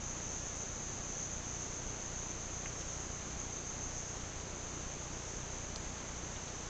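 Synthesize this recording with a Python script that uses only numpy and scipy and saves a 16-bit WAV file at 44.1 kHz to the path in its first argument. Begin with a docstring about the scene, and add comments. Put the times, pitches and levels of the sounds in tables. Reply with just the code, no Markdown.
"""Cicadas sing shrilly in a rainforest at dusk, heard through a small mono camera.
Clicks from many far insects, blurred by echoes, make a band near 6.3 kHz; a lower group swells beneath.
A nearer cicada's clicks ring its body in seven to nine chirps a second; later it tires.
Twigs and drips are short sine snaps, and leaves are grainy noise.
The camera adds noise as hiss, current pulses as a picture-rate buzz, and two sines as a thin whine."""
import sys
import numpy as np
from scipy import signal
from scipy.fft import rfft, irfft, next_fast_len
from scipy.io import wavfile
from scipy.ndimage import uniform_filter1d

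SR = 44100
rng = np.random.default_rng(int(sys.argv[2]) if len(sys.argv) > 2 else 0)


def persist_wave(psi):
    """Save psi, clipped to +-1, as 16-bit WAV."""
    counts = np.round(np.clip(psi, -1, 1) * 32767).astype(np.int16)
    wavfile.write(sys.argv[1], SR, np.atleast_2d(counts).T)


N = 295007
TIME = np.arange(N) / SR  # seconds

# loudness of the far chorus, which eases off, then nearly holds: [t/s, level/dB]
CHORUS_LEVEL = [(0, -45.8), (1.2, -46.5), (2, -48), (4.3, -49.5), (5.3, -49), (6.69, -49.7)]
# tone colour of the far chorus: [f/Hz, relative level/dB]
CHORUS_SPECTRUM = [(4900, -40), (5500, -19), (5780, -11.5), (5905, -4.5), (6000, -2.5), (6150, .7),
                   (6290, 1), (6420, -3), (6540, -3.7), (6650, -1.8), (6800, -3), (7050, -9), (7190, -19),
                   (8000, -42)]

# pace of the near cicada: [t/s, chirps per second]
CHIRP_RATE = [(0, 8.4), (.7, 8.4), (1.4, 7.0), (2.2, 7.7), (2.7, 8.6), (3.6, 7.0), (4.3, 7.2), (5, 8.3)]
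# its effort: even song, a brief rest, a loud last run, then tired; before a trim: [t/s, level/dB]
CHIRP_LEVEL = [(0, -48.5), (1.2, -47), (3.1, -46), (3.27, -53), (3.4, -44), (4, -43), (4.2, -54.5),
               (5.2, -55), (6.69, -55.5)]
# moments when it pushes harder: [middle t/s, extra level/dB]
PUSHES = [(.35, 5), (1.22, 5.5), (4.9, 7)]
PUSH_LENGTH_S = .26
# resonances of its hollow body: [f/Hz, width of each of two passes/Hz, relative level/dB]
BODY_RESONANCES = [(6365, 300, 0), (6640, 200, -16), (6830, 380, -15)]
# one chirp peaks at CHIRP_PEAK_S; each fills CHIRP_SHARE of its cycle, over a steady low rasp
CHIRP_PEAK_S, CHIRP_SHARE, BETWEEN_CHIRPS_DB = 0.3514, 0.93, -11.5

# colour of the air and microphone hiss: [f/Hz, relative level/dB]
HISS_SPECTRUM = [(10, -2), (25, 3), (100, 0), (240, -2.5), (500, -4.5), (1000, -8), (2000, -12.5),
                 (4000, -16.5), (5200, -18), (7400, -22.5), (8000, -26), (9000, -27.5)]
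HISS_DB = -47.5  # rms, before the microphone's roll-off
# electronic whine, before the microphone's roll-off: [f/Hz, rms level/dB]
WHINE_TONES = [(7498.4, -67.5), (8501.6, -73.5)]
PICTURE_RATE_HZ = 29.994

# effort of the lower-pitched group in its swells, before a trim: [t/s, level/dB]
LOW_LEVEL = [(.4, -62), (1.6, -63), (2.8, -57.5), (4.1, -58.5), (6.6, -63.5)]
# tone colour of that group: [f/Hz, relative level/dB]
LOW_SPECTRUM = [(5000, -30.5), (5350, -10), (5520, -5), (5700, -1.5), (6100, -20.5)]
LOW_FIRST_PEAK_S, LOW_PERIOD_S, LOW_LENGTH_S = .39, 1.22, 0.54

# twigs and drips: [t/s, envelope peak level/dB, f/Hz, spread/s, scatter level relative to the snap/dB]
SNAPS = [(.5613, -32, 8100, 0.00011, -8), (2.6597, -29.5, 1900, 0.00029, -4),
         (2.812, -37, 3600, 0.00019, -7), (5.7605, -26, 4800, .00018, -11), (5.7617, -30, 5900, .00016, -7),
         (5.7676, -35, 7000, .0002, -6), (5.982, -40, 3600, .0002, 1), (6.361, -40, 3100, 0.00028, 3),
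         (6.48, -40, 3600, .0003, 1)]

# faint stirrings of leaves: [middle t/s, level/dB]
STIRRINGS = [(6.04, -58), (6.36, -62), (6.63, -64)]
# tone colour of the leaves: [f/Hz, relative level/dB]
LEAF_SPECTRUM = [(200, -18), (600, -2), (1500, -3.5), (3500, -13.5), (7000, -23)]
STIRRING_LENGTH_S, LEAVES_REST_DB = .28, -74

# treble roll-off of the microphone: [f/Hz, level/dB]
MICROPHONE_RESPONSE = [(7400, 0.5), (8000, -1.5), (8500, -9.5), (8900, -20)]
TOP_EDGE_HZ = 9119


def gain_of(db):
    """Turns decibels into an amplitude factor."""
    return 10 ** (np.asarray(db) / 20)


def evened(x):
    """Scales a sound to an average strength (rms) of 1."""
    return x / np.sqrt(np.mean(x ** 2) + 1e-20)


def level(curve):
    """Turns a time and dB curve into a gain for every sample."""
    return gain_of(np.interp(TIME, *np.transpose(curve)))


def coloured(x, points):
    """Filters a sound by frequency, joining the dB points along a log frequency scale."""
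    hz, db = np.transpose(points)
    bins = np.fft.rfftfreq(next_fast_len(N + 4096), 1 / SR)
    gain = gain_of(np.interp(np.log(bins + 1), np.log(hz + 1), db))
    size = 2 * (len(bins) - 1)
    return irfft(rfft(x, size) * gain, size)[:N]


def drift(rate):
    """Joins random values, rate of them a second, into a wandering curve of rms 1."""
    return evened(np.interp(TIME * rate, np.arange(4096), rng.standard_normal(4096)))


def arch(offset, length):
    """A smooth swell of height 1 and the given length, centred on offset 0."""
    return np.cos(np.pi * np.clip(offset / length, -.5, .5))


def throb(cycles, share):
    """One arch at every whole number of cycles, filling a share of the cycle."""
    return arch(cycles - np.round(cycles), share)


def trunks(x, t60):
    """Trunks and leaves scatter sound into random echoes that fall 60 dB in t60 seconds."""
    t = TIME[:SR // 2]
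    tail = rng.standard_normal(len(t)) * gain_of(-60 * t / t60)
    unit_tail = tail / np.linalg.norm(tail)
    return signal.fftconvolve(x, unit_tail)[:N]


def tymbal(rate, jitter, uneven_db):
    """The ribs of a cicada's drum buckle in an uneven train, each buckle giving a click."""
    wobble = 1 + jitter * drift(150) + .04 * drift(3)
    turns = np.cumsum(rate * np.maximum(wobble, .1)) / SR
    # a click falls wherever the count passes a whole number
    clicks = np.diff(np.floor(turns), prepend=0)
    return clicks * gain_of(uneven_db * rng.standard_normal(N))


def far_chorus(count=14, direct_db=0):
    """Many cicadas throb unevenly at their own click rates, blurred by forest echoes."""
    voices = np.zeros(N)
    for rate in np.geomspace(85, 380, count):  # clicks per second
        clicks = tymbal(rate, jitter=.22, uneven_db=0.5)
        throbbing = clicks * gain_of(3.2 * drift(16))
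        voices += evened(gain_of(direct_db) * throbbing + trunks(throbbing, t60=0.41))
    return level(CHORUS_LEVEL) * evened(coloured(voices, CHORUS_SPECTRUM))


def resonate(x, hz, width):
    """A body resonance rings at one pitch; two passes make its sides steep."""
    r = np.exp(-np.pi * width / SR)
    pole = r * np.exp(2j * np.pi * hz / SR)
    return 2 * signal.lfilter([(1 - r) ** 2], np.poly([pole, pole]), x).real


def chirping():
    """The near cicada's loudness follows its chirps, its effort and its harder pushes."""
    cycles = np.cumsum(np.interp(TIME, *np.transpose(CHIRP_RATE))) / SR
    cycles_at_peak = np.interp(CHIRP_PEAK_S, TIME, cycles)
    chirps = throb(cycles - cycles_at_peak, CHIRP_SHARE)
    push_db = sum(db * arch(TIME - middle, PUSH_LENGTH_S) for middle, db in PUSHES)
    pulsing = np.maximum(chirps, gain_of(BETWEEN_CHIRPS_DB))
    return level(CHIRP_LEVEL) * gain_of(push_db) * pulsing


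def near_cicada(gain_db=-2.3):
    """Two tymbals click and ring the hollow body; the clicks swell into chirps."""
    clicks = tymbal(420, jitter=.4, uneven_db=2) - tymbal(370, jitter=.4, uneven_db=2)
    rasp = np.zeros(N)
    for k, (hz, width, db) in enumerate(BODY_RESONANCES):
        delayed = np.roll(clicks, 40 * k)  # each resonance starts 40 samples after the last
        rasp += gain_of(db) * resonate(delayed, hz, width)
    # the muscle drives the drums with even force through a chirp
    strength = np.sqrt(uniform_filter1d(rasp ** 2, size=1300) + 1e-16)
    song = gain_of(gain_db) * chirping() * rasp / strength
    return song + gain_of(-14) * trunks(song, t60=.3)


def hiss_and_whine():
    """Air and microphone noise hisses evenly while the electronics whine on two steady tones."""
    hiss = gain_of(HISS_DB) * evened(coloured(rng.standard_normal(N), HISS_SPECTRUM))
    # the root of 2 turns an rms level into a sine's peak
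    whine = sum(gain_of(db) * np.sqrt(2) * np.sin(2 * np.pi * hz * TIME) for hz, db in WHINE_TONES)
    return hiss + whine


def frame_buzz(pulse_db=-37.0, width_s=0.0034, long_width_s=0.0079, end_s=0.003085,
               rise_s=0.0015, leak_hz=15, soft_hz=620, count=15):
    """The camera draws a pulse of current for each picture, a longer one about twice a second."""
    frames = (TIME - end_s) * PICTURE_RATE_HZ
    number = np.ceil(frames)
    is_long = number % count == 11  # one picture in every count
    uneven = np.exp(.15 * rng.standard_normal(512)[number.astype(int)])
    widths = np.where(is_long, long_width_s, width_s * uneven)
    # the current builds up, then cuts off at once
    time_left = (number - frames) / PICTURE_RATE_HZ
    age = np.maximum(widths + rise_s / 2 - time_left, 0)
    pulses = 1 - np.exp(-age / rise_s)
    # the coupling capacitor makes each pulse undershoot and creep back
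    shape = signal.butter(1, [leak_hz, soft_hz], "bandpass", fs=SR)
    return gain_of(pulse_db) * signal.lfilter(*shape, pulses - pulses.mean())


def low_singers(gain_db=-2, lull_db=-64, count=7):
    """A distant, lower group swells together, each voice scattered along its own path through the trees."""
    voices = np.zeros(N)
    for rate in np.geomspace(110, 260, count):  # clicks per second
        voices += trunks(tymbal(rate, jitter=.4, uneven_db=4), t60=.3)
    swell = throb((TIME - LOW_FIRST_PEAK_S) / LOW_PERIOD_S, LOW_LENGTH_S / LOW_PERIOD_S)
    effort = gain_of(lull_db) + level(LOW_LEVEL) * swell
    return gain_of(gain_db) * effort * evened(coloured(voices, LOW_SPECTRUM))


def ticks():
    """Twigs and drips give tiny sine snaps, each scattered briefly by the leaves."""
    out = np.zeros(N)
    for s, db, hz, spread, scatter_db in SNAPS:
        age = TIME - s
        envelope = np.exp(-np.minimum((age / spread) ** 2, 50))
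        snap = gain_of(db) * envelope * np.sin(2 * np.pi * hz * age)
        out += snap + gain_of(scatter_db) * trunks(snap, t60=0.11)
    return out


def leaves():
    """Foliage stirs softly as noise whose quick changes in strength make it grainy."""
    grains = rng.standard_normal(N) * gain_of(4 * np.tanh(drift(120)))
    stir = gain_of(LEAVES_REST_DB)
    for middle, db in STIRRINGS:
        stir = stir + gain_of(db) * arch(TIME - middle, STIRRING_LENGTH_S)
    return stir * evened(coloured(grains, LEAF_SPECTRUM))


def scene():
    """Adds forest and camera sounds, the same in both channels."""
    insects = far_chorus() + near_cicada() + low_singers()
    camera = hiss_and_whine() + frame_buzz()
    mono = insects + camera + ticks() + leaves()
    return np.array([mono, mono])


def record(dry):
    """The microphone dulls the treble, then a steep filter cuts everything above its edge."""
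    dull = np.array([coloured(channel, MICROPHONE_RESPONSE) for channel in dry])
    band_limit = signal.firwin(511, TOP_EDGE_HZ, window=("kaiser", 9), fs=SR)
    return signal.oaconvolve(dull, band_limit[None], "same")


dry = scene()
out = record(dry)
persist_wave(out)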